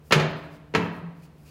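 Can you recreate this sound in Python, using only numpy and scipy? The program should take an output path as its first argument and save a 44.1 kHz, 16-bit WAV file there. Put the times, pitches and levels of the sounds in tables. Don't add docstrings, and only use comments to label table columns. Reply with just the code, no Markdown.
import sys
import numpy as np
from scipy import signal
from scipy.fft import rfft, irfft
from scipy.io import wavfile

SR = 44100
rng = np.random.default_rng(int(sys.argv[2]) if len(sys.argv) > 2 else 0)


def transcribe(u):
    v = np.clip(np.atleast_2d(u).T, -1, 1)
    q = np.round(v * 32767).astype(np.int16)
    wavfile.write(sys.argv[1], SR, q)


N = 66150

# (frequency [Hz], relative density [dB])
AIR_SPECTRUM = [(20, -6), (45, 1.5), (72, 9.5), (110, 3), (200, 0), (330, -5.5), (500, -7), (800, -13),
                (1500, -18.5), (3000, -24.5), (7000, -36), (15500, -39)]
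# (frequency [Hz], level [dB])
HUM_TONES = [(150, -54), (226, -67), (441, -69)]
# (frequency [Hz], T60 [s])
ROOM_DECAY = [(100, 0.8922), (300, 0.8009), (900, 0.901), (2200, 0.7314), (4500, 0.7096), (8000, 0.2933),
              (15000, 0.0053)]
# (frequency [Hz], gain [dB])
ROOM_GAIN = [(30, -18), (70, 1.5), (200, 2), (450, -1.5), (1100, -1.5), (2600, -5.5), (5500, -11),
             (10000, -4.5), (15000, -6.5)]
# (frequency [Hz], relative density [dB])
SWISH_SPECTRUM = [(500, -17.5), (2000, -14), (5000, 0), (7500, -3), (10000, -1.5), (15500, -0.5)]
# (frequency [Hz], relative density [dB])
SCUFF_SPECTRUM = [(300, -9.5), (1000, -10), (2000, -14), (2450, 2.5), (2850, -4), (3300, -11), (4100, -9.5),
                  (4750, -2), (5500, -9), (7000, -10.5), (15000, -27)]
# (peak time [s], rise [s], fall [s], level [dB], scuff re swish [dB])
RUSTLE_STROKES = [(.097, 0.0415, 0.0476, -62, -11.5), (.312, 0.01726, 0.01044, -65.5, -9),
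                  (.375, 0.01486, 0.01902, -66, -7.5), (.45, 0.03205, 0.01891, -70.5, 2),
                  (.55, 0.03138, 0.01922, -66.5, 3), (.85, 0.0716, 0.02711, -64.5, -10),
                  (.955, 0.02617, 0.03268, -66, -23.5), (1.2, 0.03305, 0.06544, -73, -1.5),
                  (1.241, .012, .018, -66, 3), (1.409, 0.04315, 0.06016, -69.5, -12),
                  (1.492, 0.02554, .03, -64, 4.5)]
# (frequency [Hz], T60 [s], level in thump 1 [dB], level in thump 2 [dB])
PANEL_MODES = [(68.3, 0.44, -35.5, -54.5), (102.09, .4, -34, -29), (151.52, 0.437, -11.5, -30),
               (160.89, 1.2099, -28, -36), (173.72, 0.6975, -33, -21.5), (212.36, 0.38978, -24.5, -22),
               (293.4, 1.8997, -39.5, -50), (281.76, .4, -39.5, -26.5), (375.51, .5, -21.5, -36),
               (433.16, .45, -30, -29), (472.18, 0.47, -25.5, -30), (637.49, 0.9053, -31, -40),
               (678.86, 0.8284, -34.5, -47), (853.59, 0.47, -27, -39)]
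# (time [s], swell [s])
WEIGHT_THUMPS = [(.147, .02), (.757, 0.02121)]
# (time [s], swell [s], frequency [Hz], T60 [s], level [dB])
PANEL_RELEASE = (1.015, .035, 169, .75, -30.5)
# (frequency [Hz], relative level [dB], T60 [s])
TABLE_MODES = [(187.99, -5, 0.18), (439.28, -1.5, 0.10688), (535.03, -8, .1), (955.3, -9, .07),
               (1092.1, -9, .11), (1328.8, -4.5, 0.12), (1497, -18, .15), (1850, -13.5, .15),
               (2157.6, -10.5, 0.12), (2276.3, -16.5, .15), (2490, -3.5, .09), (2799.8, -5.5, .09),
               (4366.2, -11, 0.033)]
# (frequency [Hz], relative density [dB])
SLAP_SPECTRUM = [(30, -36), (65, -11), (130, -0.5), (280, -3), (450, -0.5), (680, -5), (880, -3.5),
                 (1400, -4.5), (2000, -3), (2700, -3.5), (3400, -9), (4200, -10.5), (5200, -15.5),
                 (6700, -18.5), (8200, -30.5), (10500, -30), (15500, -39.5)]
# (time [s], gain [dB], bass shelf [dB], treble shelf [dB], landing decay [s])
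STACK_CONTACTS = [(.108, -16.5, 0, -11, .007), (0.1214, -8.5, -2.5, 0.44, 0.0090715),
                  (.196, -23, 0, -5, .014), (0.7384, -22, -2.5, -13, .0035),
                  (.748, -10.6, -1.5, -10.2, .008)]


def amp(db):
    return 10 ** (np.asarray(db) / 20)


def unit(x):
    return x / np.sqrt(np.mean(x ** 2) + 1e-20)


def decay(t, t60_s):
    return np.exp(-np.log(1000) * t / t60_s)


def lookup(table, hz):
    table_hz, values = np.transpose(table)
    return np.interp(np.log(hz + 1), np.log(table_hz + 1), values)


def add(mix, start_s, sound):
    part = mix[round(start_s * SR):][:len(sound)]
    part += sound[:len(part)]


def noise(spectrum):
    gain = amp(lookup(spectrum, np.fft.rfftfreq(N, 1 / SR)))
    return unit(irfft(rfft(rng.standard_normal(N)) * gain, N))


def sine(hz, t):
    return np.sin(2 * np.pi * (hz * t + rng.random()))


def wander(step_s):
    steps = np.arange(N) / SR / step_s
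    return unit(np.interp(steps, np.arange(N), rng.standard_normal(N)))


def minimum_phase(gain, size=4096):
    mirrored = np.r_[gain, gain[-2:0:-1]]
    log_gain = np.log(np.maximum(mirrored, 1e-5))
    return np.fft.ifft(np.exp(np.conj(signal.hilbert(log_gain)))).real[:size]


def room_air(level_db=-54):
    return amp(level_db) * noise(AIR_SPECTRUM)


def machine_hum(waver=.3, waver_s=.036):
    t = np.arange(N) / SR
    return sum(amp(db) * unit((1 + waver * wander(waver_s)) * sine(hz, t)) for hz, db in HUM_TONES)


def wall_echo(sound, delay_s=.0073, build_s=.016, size=512):
    hz, frame_s, bands = signal.stft(rng.standard_normal(N), SR, nperseg=size)
    t60_s = lookup(ROOM_DECAY, hz)[:, None]
    gain = amp(lookup(ROOM_GAIN, hz))[:, None]
    energy_norm = np.sqrt(2 * np.log(1000) / (t60_s * SR))
    bands = bands * gain * decay(frame_s, t60_s) * energy_norm
    tail = signal.istft(bands, SR, nperseg=size)[1][:N]
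    build = np.clip((np.arange(N) / SR - delay_s) / build_s, 0, 1)
    return signal.fftconvolve(sound, tail * build)[:N]


def paper_rustle(grain_db=1, grain_s=.0025, echo_send_db=-1):
    t, out = np.arange(N) / SR, np.zeros(N)
    swish, scuff = noise(SWISH_SPECTRUM), noise(SCUFF_SPECTRUM)
    grain = unit(amp(grain_db * wander(grain_s)))
    for peak_s, rise_s, fall_s, db, scuff_db in RUSTLE_STROKES:
        width_s = np.where(t < peak_s, rise_s, fall_s)
        stroke = np.exp(-.5 * ((t - peak_s) / width_s) ** 2)
        out += amp(db) * stroke * grain * (swish + amp(scuff_db) * scuff)
    return out + amp(echo_send_db) * wall_echo(out)


def panel_mode(swell_s, hz, t60_s, db):
    t = np.arange(N) / SR
    swell = np.sin(np.pi / 2 * np.minimum(t / swell_s, 1)) ** 2
    return amp(db) * swell * decay(t, t60_s) * np.sin(2 * np.pi * hz * t)


def panel_booms():
    out = np.zeros(N)
    for k, (start_s, swell_s) in enumerate(WEIGHT_THUMPS):
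        for hz, t60_s, *thump_db in PANEL_MODES:
            add(out, start_s, panel_mode(swell_s, hz, t60_s, thump_db[k]))
    lift_s, *mode = PANEL_RELEASE
    add(out, lift_s, panel_mode(*mode))
    return out


def table_ring(t, gain_db=-5.5):
    return sum(amp(gain_db + db) * decay(t, t60_s) * sine(hz, t) for hz, db, t60_s in TABLE_MODES)


def edge_contact(gain_db, bass_db, treble_db, land_s, rise_s=.0024242, bass_hz=547.32, treble_hz=2700):
    t, hz = np.arange(SR // 4) / SR, np.fft.rfftfreq(8192, 1 / SR)
    rise = np.minimum(t / rise_s, 1)
    flurry = rng.choice([-1., 1.], len(t)) * rise * np.exp(-t / (2 * land_s))
    slap_filter = minimum_phase(unit(amp(lookup(SLAP_SPECTRUM, hz))))
    slap = signal.fftconvolve(flurry, slap_filter)[:len(t)]
    ring = rise * table_ring(t)
    low_shelf_db = bass_db / (1 + (hz / bass_hz) ** 2)
    high_shelf_db = treble_db * hz ** 2 / (hz ** 2 + treble_hz ** 2)
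    touch = minimum_phase(amp(gain_db + low_shelf_db + high_shelf_db))
    return signal.fftconvolve(slap, touch), signal.fftconvolve(ring, touch)


def stack_knocks(spots=4, spot_s=.005, ring_send_db=-6):
    out, send = np.zeros(N), np.zeros(N)
    for start_s, *blow in STACK_CONTACTS:
        slap, ring = edge_contact(*blow)
        add(out, start_s, slap + ring)
        add(send, start_s, slap + amp(ring_send_db) * ring)
    position = np.arange(N) / SR / spot_s
    for k in range(spots):
        distance = abs((position - k + 1) % spots - 1)
        crossfade = np.cos(np.pi / 2 * np.minimum(distance, 1))
        out += wall_echo(crossfade * send)
    return out


def scene():
    return (stack_knocks() + panel_booms() + paper_rustle() + machine_hum() + room_air())[None]


def record(dry, low_cut_hz=48, band_limit_hz=15900):
    highpass = signal.butter(2, low_cut_hz, "highpass", fs=SR, output="sos")
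    lowpass = signal.firwin(511, band_limit_hz, window=("kaiser", 9), fs=SR)
    return signal.oaconvolve(signal.sosfilt(highpass, dry), lowpass[None], "same")


dry = scene()
out = record(dry)
transcribe(out)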